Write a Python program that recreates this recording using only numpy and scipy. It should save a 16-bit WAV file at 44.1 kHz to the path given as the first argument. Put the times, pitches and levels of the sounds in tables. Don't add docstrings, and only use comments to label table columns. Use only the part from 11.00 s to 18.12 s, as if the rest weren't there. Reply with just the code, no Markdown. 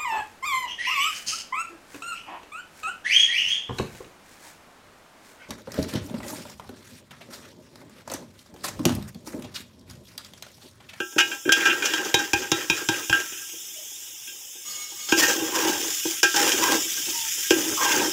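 import sys
import numpy as np
from scipy import signal
from scipy.io import wavfile
from scipy.ndimage import uniform_filter1d, minimum_filter1d

SR = 44100
rng = np.random.default_rng(int(sys.argv[2]) if len(sys.argv) > 2 else 0)


def store_pcm(level_fs):
    pcm = np.round(np.clip(level_fs, -1, 1) * 32767).astype(np.int16)
    wavfile.write(sys.argv[1], SR, np.atleast_2d(pcm).T)


N = 313992

# (time [s], hiss level [dB])
FRYING_LEVELS = [(0.0, -44), (0.55, -40.5), (0.75, -41), (1.39, -42), (2.06, -35), (3.39, -39),
                 (3.86, -40.5), (4.32, -31.5), (4.6, -32), (5.02, -29), (5.3, -32), (5.53, -27.5),
                 (5.89, -29), (6.55, -28.5), (6.86, -28.5), (7.12, -29.5)]
# (frequency [Hz], density [dB per Hz])
HISS_SPECTRUM = [(60, -10), (180, -20), (340, -17), (700, -59), (1100, -38), (2000, -15.5), (3000, -1),
                 (3700, -2.5), (4300, -57), (5100, 0), (7200, 2), (8300, -8), (11000, -9), (15700, -6.5)]
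# (frequency [Hz], density [dB per Hz])
RASP_SPECTRUM = [(200, -15.5), (500, 2.5), (700, -7.5), (900, -8), (1800, -4.5), (2100, -7), (3200, 1),
                 (4200, -12.5), (5200, -4), (7200, -5), (8300, -15.5), (12000, -19.5), (15700, -12)]
# (level at a hiss of -29.5 dB [dB], gain per dB of hiss [dB])
SPITTING_SAUCE = [(-62, 0.63), (-61, 0.04), (-52.5, 1.4), (-37, 2.04), (-33.5, 2)]
# (frequency [Hz], density [dB per Hz])
PLOP_SPECTRUM = [(300, -4), (480, 0.5), (660, -14), (850, -3), (1200, -4), (2300, -9), (4000, -29)]
# (time [s], crack [dB], pot hollow [dB], pot wall [dB],
# skimmer handle [dB], skimmer blade [dB])
HARD_KNOCKS = [(0.0024, -26.5, -24.5, -33, -22.5, -28.5), (0.492, -20, -19, -31, -11, -21),
               (0.5207, 0, -34, -28.5, -14.5, -12), (0.9363, -13, -30, -27, -18, -21.5),
               (2.1274, -16.5, -46, -27, -11, -19), (2.4932, -32, -57, -60, -72, -39),
               (3.9191, -38, -48, -43, -61, -57), (4.122, -10, -13.5, -17, -15.5, -18),
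               (4.8423, -29, -45, -31, -50, -50), (5.0527, -22, -22, -30.5, -36.5, -41),
               (5.2302, 2.5, -17, -22, -9, -13.5), (5.477, -14, -49, -43, -48, -25),
               (5.5184, -11, -40, -42, -49, -22.5), (6.5065, -6.5, -9.5, -20.5, -18, -18),
               (6.8529, -21, -51, -17.5, -27, -31)]
# (time [s], crack [dB], pot hollow [dB], skimmer handle [dB], skimmer blade [dB])
SOFT_LANDINGS = [(0.1208, -38, -50, -48, -56), (0.1591, -40, -22, -38.5, -48),
                 (0.181, -9.5, -34, -14.5, -16.5), (0.199, -14, -32.5, -22, -16),
                 (0.3122, -33.5, -41.5, -28, -30.5), (0.4509, -61, -22.5, -34, -37.5),
                 (0.4742, -46, -19.5, -34, -45), (0.6533, -15, -27.5, -14, -19.5),
                 (0.6692, -20, -35, -19, -35), (0.696, -32, -30.5, -54, -23),
                 (0.8219, -24, -35.5, -24, -23.5), (0.8526, -12, -56, -25, -25),
                 (0.974, -24, -38, -24.5, -27.5), (1.0461, -21.5, -37, -53, -53),
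                 (1.1893, -19.5, -30, -24, -34), (1.4165, -25, -42, -39, -38), (2.0242, -42, -60, -62, -40),
                 (2.3194, -43, -42.5, -56, -39), (2.53, -53, -44, -59, -56),
                 (3.272, -52, -53, -46.5, -37.5), (3.551, -50, -49.5, -70, -48),
                 (4.0857, -19.5, -45, -34.5, -55), (4.3884, -28, -41, -39, -36),
                 (5.3401, -16.5, -29, -24, -39), (5.3599, -10, -29, -24, -34), (6.374, -40, -45, -49, -50)]
# (time [s], crack [dB], skimmer handle [dB], skimmer blade [dB])
COLANDER_TAPS = [(1.1419, -4.5, -18.5, -14.5), (1.333, -8.5, -19.5, -15.5), (1.5167, -6.5, -19, -19.5),
                 (1.699, -9.5, -23.5, -14), (1.8875, -9, -20, -24), (2.0965, -15, -24, -23.5)]
# (frequency [Hz], density [dB per Hz])
CRACK_SPECTRUM = [(200, -30), (500, -9), (1800, -10), (3200, 4), (4200, -8.5), (5200, 4), (7200, 0.5),
                  (8300, -13), (15700, -15.5)]
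# (frequency [Hz], relative level [dB], t60 [s])
HOLLOW_MODES = [(250, -7.5, 0.57), (309.4, -5.5, 0.57), (330, 21, 0.19), (364, 17.5, 0.21),
                (400.6, 9.5, 0.12), (467, 17, 0.054), (500, 1, 0.047), (569, 9.5, 0.13)]
# (frequency [Hz], relative level [dB], t60 [s])
WALL_MODES = [(816.7, 5.5, 0.15), (867, -1, 0.022), (940, 10, 0.033), (1040, 6.5, 0.11)]
HANDLE_PITCHES = [1342, 1553, 1600, 1684, 1717, 1814, 1863]
# (relative level [dB], t60 before damping [s])
HANDLE_MODES = [(-15, .55), (-7, .2), (0, .3), (-11, .22), (-15, .18), (-20, .45), (-13, .28)]
BLADE_PITCHES = [2165, 2436, 2503, 2542, 2570, 2684, 2744, 2899, 3148, 3166, 3325, 3553, 3810]
# (relative level [dB], t60 before damping [s])
BLADE_MODES = [(-14, .2), (-3, .22), (-9, .22), (-6, .18), (-8, .2), (-7, .15), (0, .22), (-2, .24),
               (-3, .2), (-5, .14), (-5, .22), (-11, .2), (-9, .25)]
JOLT_CHANGES = [-2, 2, 6, 3, 1, -11, -8, -57, -0.5, -18, -5, 0, 3]
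# (start [s], length [s], pot [dB], skimmer [dB], rasp [dB])
VEGETABLE_POURS = [(0.207, 0.13, -44.5, -65, -42), (0.538, .17, -35.5, -28.5, -34.5),
                   (0.704, 0.13, -37, -39.5, -37), (0.814, 0.15, -39, -35, -33.5),
                   (0.973, 0.12, -38, -39, -35.5), (2.206, 0.21, -64, -50, -56)]
# (start [s], length [s], pot [dB], skimmer [dB], rasp [dB])
SKIMMER_STROKES = [(3.636, .4, -87, -60, -42.5), (4.149, 0.065, -29, -34, -20),
                   (4.196, 0.045, -27.5, -27.5, -21), (4.262, .04, -28, -30.5, -23),
                   (4.34, 0.44, -33.5, -42, -41), (4.524, 0.17, -34, -34, -26.5),
                   (4.777, 0.11, -39.5, -43, -40), (5.059, 0.074, -50.5, -49, -34.5),
                   (5.332, 0.15, -28, -30.5, -24), (5.49, 0.18, -29.5, -36, -35),
                   (5.603, 0.083, -35, -31.5, -27), (5.668, 0.076, -25.5, -36, -28.5),
                   (5.83, 0.065, -49, -66, -71), (5.94, 0.037, -45.5, -45, -48),
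                   (6.048, 0.036, -39, -49, -46), (6.497, 0.24, -31, -40.5, -53),
                   (6.785, 0.19, -33.5, -32, -27), (6.914, 0.13, -24.5, -36, -34.5)]
# (start [s], length [s], level [dB], first pitch [Hz], last pitch [Hz], width of each of two filter stages [Hz])
BOTTOM_DRAGS = [(2.755, 0.098, -52, 650, 576, 50), (4.517, 0.31, -32.5, 1052, 810, 205),
                (5.601, 0.2, -28.5, 1030, 934, 201), (5.93, 0.14, -50, 1565, 1720, 50),
                (6.42, 0.085, -41, 1600, 1640, 50), (4.2, 0.094, -23.5, 1847, 1840, 40),
                (6.12, 0.19, -41.5, 945, 877, 40), (6.768, 0.19, -26.5, 1150, 890, 206),
                (7.0, 0.071, -29, 938, 912, 78)]
# (time [s], level [dB])
SLIDE_LEVELS = [(3.62, -76), (3.656, -36), (3.788, -34.5), (3.94, -46.5), (4.008, -35.5), (4.054, -41),
                (4.12, -25.5)]
# (frequency [Hz], width before sharpening [Hz], relative level [dB])
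EDGE_TONES = [(1230, 60, -12), (2200, 36, -10), (2910, 43, -9), (3320, 50, -7), (3570, 30, -11),
              (4040, 30, -15), (4440, 27, -10), (5060, 35, -8), (5200, 40, -9), (5520, 41, -9),
              (6700, 32, 0), (6950, 30, -4), (7320, 37, -11), (7720, 30, -12), (8830, 35, -15),
              (9900, 40, -14), (12100, 42, -11), (14200, 40, -15)]

BAND_LIMIT_HZ = 15680
WALL_FOLLOWS_CRACK, LANDING_WALL_DB = 0.5, -6
PUSH_BELOW_POT_DB, TAP_PUSH_DB = -22.5, -28
TAP_POT_DB, TAP_WALL_DB = -12.5, -11
TUMBLE_S, TUMBLE_DB = 0.11, (-39.5, -38.5, -37.5)
PRESS_S, LIFT_S = 0.031, 0.042
RUB_WALL_FOLLOWS_RASP, RUB_WALL_DB = 0.28, -1.5
GRIT_FOLLOWS_RASP, GRIT_DB = 0.81, -1.5
DRAG_PEAK, DRAG_FADE_DB = 0.19, -13.5
HANDLE_DAMPING, BLADE_DAMPING = 0.72, 0.82
GLIDE_SHARPNESS = 3.1
LUMPS_PER_S, LUMP_HZ, LUMP_CYCLES, LUMP_DB = 260, (401, 2280), 9.2, -5.5


def gain_of(db):
    return 10 ** (np.asarray(db) / 20)


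def evened(x):
    return x / np.sqrt(np.mean(x ** 2) + 1e-20)


def band(x, lo_hz, hi_hz, order=2):
    return signal.sosfilt(signal.butter(order, [lo_hz, hi_hz], "band", fs=SR, output="sos"), x)


def curves(rows):
    s, *columns = np.transpose(rows)
    return [np.interp(np.arange(N) / SR, s, c) for c in columns]


def coloured(x, points):
    f, db = np.transpose(points)
    hz = abs(np.fft.fftfreq(4096, 1 / SR))
    curve_db = np.interp(np.log(hz + 1), np.log(f), np.maximum(db, -80))
    log_gain = curve_db * np.log(10) / 20
    taps = np.fft.ifft(np.exp(np.conj(signal.hilbert(log_gain)))).real[:2048]
    return signal.oaconvolve(x, taps / np.linalg.norm(taps))[:N]


def ringing(modes, length=SR):
    t = np.arange(length) / SR
    return sum(gain_of(db - 60 * t / t60) * np.sin(2 * np.pi * hz * t) for hz, db, t60 in modes)


def grains(per_s, spread_db, blur):
    happens = rng.random(N) < per_s / SR
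    size = gain_of(spread_db * np.minimum(rng.exponential(1, N), 3.5)) * happens
    clicks = evened(size * rng.standard_normal(N))
    return evened(clicks + blur * rng.standard_normal(N))


def waver(hz, db):
    lowpass = signal.butter(2, hz, fs=SR, output="sos")
    slow = signal.sosfilt(lowpass, rng.standard_normal(N + SR))
    return gain_of(db * evened(slow[SR:]))


def patchy(x, patchy_db):
    z = signal.stft(x, nperseg=1024, noverlap=768)[2]
    patches = uniform_filter1d(rng.standard_normal(z.shape), size=7, axis=1)
    patches = uniform_filter1d(patches, size=2, axis=0)
    z = z * gain_of(patchy_db * evened(patches))
    return evened(signal.istft(z, nperseg=1024, noverlap=768)[1][:N])


def movement(start, length):
    t = np.arange(N) / SR - start
    return np.clip(t / PRESS_S, 0, 1) ** 2 * np.exp(-np.maximum(t - length, 0) / LIFT_S)


def rubbing():
    hiss_db, = curves(FRYING_LEVELS)
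    power = gain_of([db + slope * (hiss_db + 29.5) for db, slope in SPITTING_SAUCE]) ** 2
    tumbles = [(tap[0], TUMBLE_S, *TUMBLE_DB) for tap in COLANDER_TAPS]
    for start, length, pot, skimmer, bright in VEGETABLE_POURS + tumbles + SKIMMER_STROKES:
        wall = pot + RUB_WALL_FOLLOWS_RASP * (bright - pot) + RUB_WALL_DB
        grit = pot + GRIT_FOLLOWS_RASP * (bright - pot) + GRIT_DB
        gains = gain_of([[pot], [wall], [skimmer], [grit], [bright]])
        power = power + (gains * movement(start, length)) ** 2
    return 10 * np.log10(power)


def all_blows():
    taps = [(s, crack, TAP_PUSH_DB, crack + TAP_POT_DB, crack + TAP_WALL_DB, handle, blade)
            for s, crack, handle, blade in COLANDER_TAPS]
    knocks = [(s, crack, pot + PUSH_BELOW_POT_DB, pot, wall, handle, blade)
              for s, crack, pot, wall, handle, blade in HARD_KNOCKS]
    landings = [(s, crack, pot + PUSH_BELOW_POT_DB, pot,
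                 pot + WALL_FOLLOWS_CRACK * (crack - pot) + LANDING_WALL_DB, handle, blade)
                for s, crack, pot, handle, blade in SOFT_LANDINGS]
    return taps + knocks + landings


def contacts(levels_db, t60, body):
    t, force = np.arange(8000) / SR, np.zeros(N + 8000)
    rough = rng.standard_normal((len(levels_db), len(t)))
    rises_s = [.0003] * len(COLANDER_TAPS + HARD_KNOCKS) + [.004] * len(SOFT_LANDINGS)
    for row, db, burst, rise in zip(all_blows(), levels_db, rough, rises_s):
        at = round(row[0] * SR)
        burst = burst * (1 - np.exp(-t / rise)) * gain_of(-60 * t / (t60 + 9 * rise))
        answer = signal.fftconvolve(burst[:3000], body[:3000])
        peak = np.sqrt(uniform_filter1d(answer ** 2, size=300).max())
        force[at:at + len(t)] += gain_of(db) * burst / peak
    return force[:N]


def struck(modes, blows_db, rub_db, contact_t60, rub_per_s, damping):
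    ring = ringing(modes)
    damped = ringing([(hz, db, t60 * damping) for hz, db, t60 in modes])
    rub = gain_of(rub_db) * waver(25, 2.5) * grains(rub_per_s, 3., .8) / np.linalg.norm(damped)
    blows = signal.oaconvolve(contacts(blows_db, contact_t60, ring), ring)[:N]
    patter = signal.oaconvolve(rub, damped)[:N]
    return band(blows + patter, modes[0][0] * 0.97, modes[-1][0] * 0.935)


def sizzle():
    hiss_db, = curves(FRYING_LEVELS)
    bubbles = patchy(grains(5000, 1.4, 2.5), 3.8) * waver(37, 0.32)
    return gain_of(hiss_db) * coloured(bubbles, HISS_SPECTRUM)


def rasp():
    hollow, wall, skimmer, middle, bright = gain_of(rubbing())
    grit = coloured(patchy(grains(2000, 2.5, .9), 4.) * waver(30, 2.), RASP_SPECTRUM)
    rumble = band(rng.standard_normal(N), 92, 167) * waver(22, 0.97)
    ranges = [(398, 1640, wall / gain_of(6.0)), (1292, 1897, skimmer),
              (1694, 4130, middle), (4040, 21000, bright)]
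    gritty = sum(evened(band(grit, lo, hi, order=3)) * level for lo, hi, level in ranges)
    return gritty + evened(rumble) * gain_of(-34) * hollow ** 0.61


def lumps():
    wall_db, t, out = rubbing()[1], np.arange(3000) / SR, np.zeros(N)
    happens = rng.random(N) < LUMPS_PER_S / SR
    size = gain_of(3.5 * np.minimum(rng.exponential(1, N), 3)) * happens
    pitches = np.geomspace(*LUMP_HZ, num=24)
    which = rng.integers(0, len(pitches), N)
    for k, hz in enumerate(pitches):
        plop = hz * t * np.exp(-hz * t * 4 / LUMP_CYCLES) * np.sin(2 * np.pi * hz * t)
        out += signal.oaconvolve(size * (which == k), plop / np.linalg.norm(plop))[:N]
    return gain_of(wall_db + LUMP_DB) * evened(coloured(out, PLOP_SPECTRUM))


def metal():
    _, _, _, hollow, wall, handle, blade = np.transpose(all_blows())
    is_tap = np.arange(len(blade)) < len(COLANDER_TAPS)
    blade = np.where(is_tap, -np.inf, blade)
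    rub_hollow, rub_wall, rub_skimmer, _, _ = rubbing()
    handle_modes = np.column_stack([HANDLE_PITCHES, HANDLE_MODES]) * [1, 1, HANDLE_DAMPING]
    blade_modes = np.column_stack([BLADE_PITCHES, BLADE_MODES]) * [1, 1, BLADE_DAMPING]
    return (struck(HOLLOW_MODES, hollow, rub_hollow, 0.019, 600, 0.63)
            + struck(WALL_MODES, wall, rub_wall - 3., 0.016, 500, 0.61)
            + struck(handle_modes, handle, rub_skimmer, 0.0037, 500, 0.59)
            + struck(blade_modes, blade, rub_skimmer - 1.5, 0.0015, 560, 0.38))


def cracks():
    crack_db, air = np.transpose(all_blows())[1], np.ones(1)
    tick = contacts(crack_db - 17.5, 0.0013, air)
    crack = contacts(crack_db - 10.0, 0.048, air)
    rattle = contacts(crack_db - 28.5, 0.85, air)
    return coloured(tick + crack + rattle, CRACK_SPECTRUM)


def pushes():
    puff = ringing([(74, -13, 0.27), (110.4, -3.0, 0.13), (144.5, 0.5, 0.075)], length=6000)
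    return signal.oaconvolve(contacts(np.transpose(all_blows())[2], 0.04, puff), puff)[:N]


def jolts():
    modes = [(hz, db + change_db, t60 * BLADE_DAMPING)
             for hz, (db, t60), change_db in zip(BLADE_PITCHES, BLADE_MODES, JOLT_CHANGES)]
    ring = ringing(modes)
    return signal.oaconvolve(contacts(np.transpose(COLANDER_TAPS)[3], 0.0058, ring), ring)[:N]


def drags():
    out = np.zeros(N)
    for start, length, db, first_hz, last_hz, width_hz in BOTTOM_DRAGS:
        u = np.arange(0, 1, 1 / (length * SR))
        r = np.exp(-np.pi * width_hz / SR)
        slow = [1, 1j] @ rng.standard_normal((2, SR))
        for _ in range(2):
            slow = signal.lfilter([1 - r], [1, -r], slow)
        glide_hz = first_hz + (last_hz - first_hz) * u
        tone = (slow[:len(u)] * np.exp(2j * np.pi * np.cumsum(glide_hz) / SR)).real
        fade_db = DRAG_FADE_DB * (np.maximum(u - DRAG_PEAK, 0) / (1 - DRAG_PEAK)) ** 2
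        at = round(start * SR)
        out[at:at + len(u)] += gain_of(db + fade_db) * evened(tone) * signal.windows.tukey(len(u), .2)
    return out


def slide():
    level_db, = curves(SLIDE_LEVELS)
    t = np.arange(N) / SR
    on = (t > SLIDE_LEVELS[0][0]) & (t < SLIDE_LEVELS[-1][0])
    drag = on * gain_of(level_db) * patchy(rng.standard_normal(N), 2.5)
    modes = [(hz, db, GLIDE_SHARPNESS * np.log(1000) / (np.pi * width)) for hz, width, db in EDGE_TONES]
    ring = ringing(modes, length=8000)
    return signal.oaconvolve(drag, ring / np.linalg.norm(ring))[:N]


def scene():
    cooking = sizzle() + rasp() + lumps()
    blows = metal() + cracks() + pushes() + jolts()
    return (cooking + blows + drags() + slide())[None]


def record(dry):
    heard = signal.sosfilt(signal.butter(2, 85, "high", fs=SR, output="sos"), dry)
    over_db = np.maximum(20 * np.log10(abs(heard[0]) + 1e-9) + 2.5, 0)
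    ahead = round(0.024 * SR)
    fall = np.arange(N) * 610.0 / SR
    padded = np.append(over_db, np.zeros(ahead))
    over_db = -minimum_filter1d(-padded, ahead + 1)[ahead // 2:][:N]
    over_db = np.maximum.accumulate(over_db + fall) - fall
    limited = heard / gain_of(.95 * uniform_filter1d(over_db, size=60))
    lowpass = signal.firwin(511, BAND_LIMIT_HZ, window=("kaiser", 9), fs=SR)
    return signal.oaconvolve(limited, lowpass[None], "same")


dry = scene()
out = record(dry)
store_pcm(out)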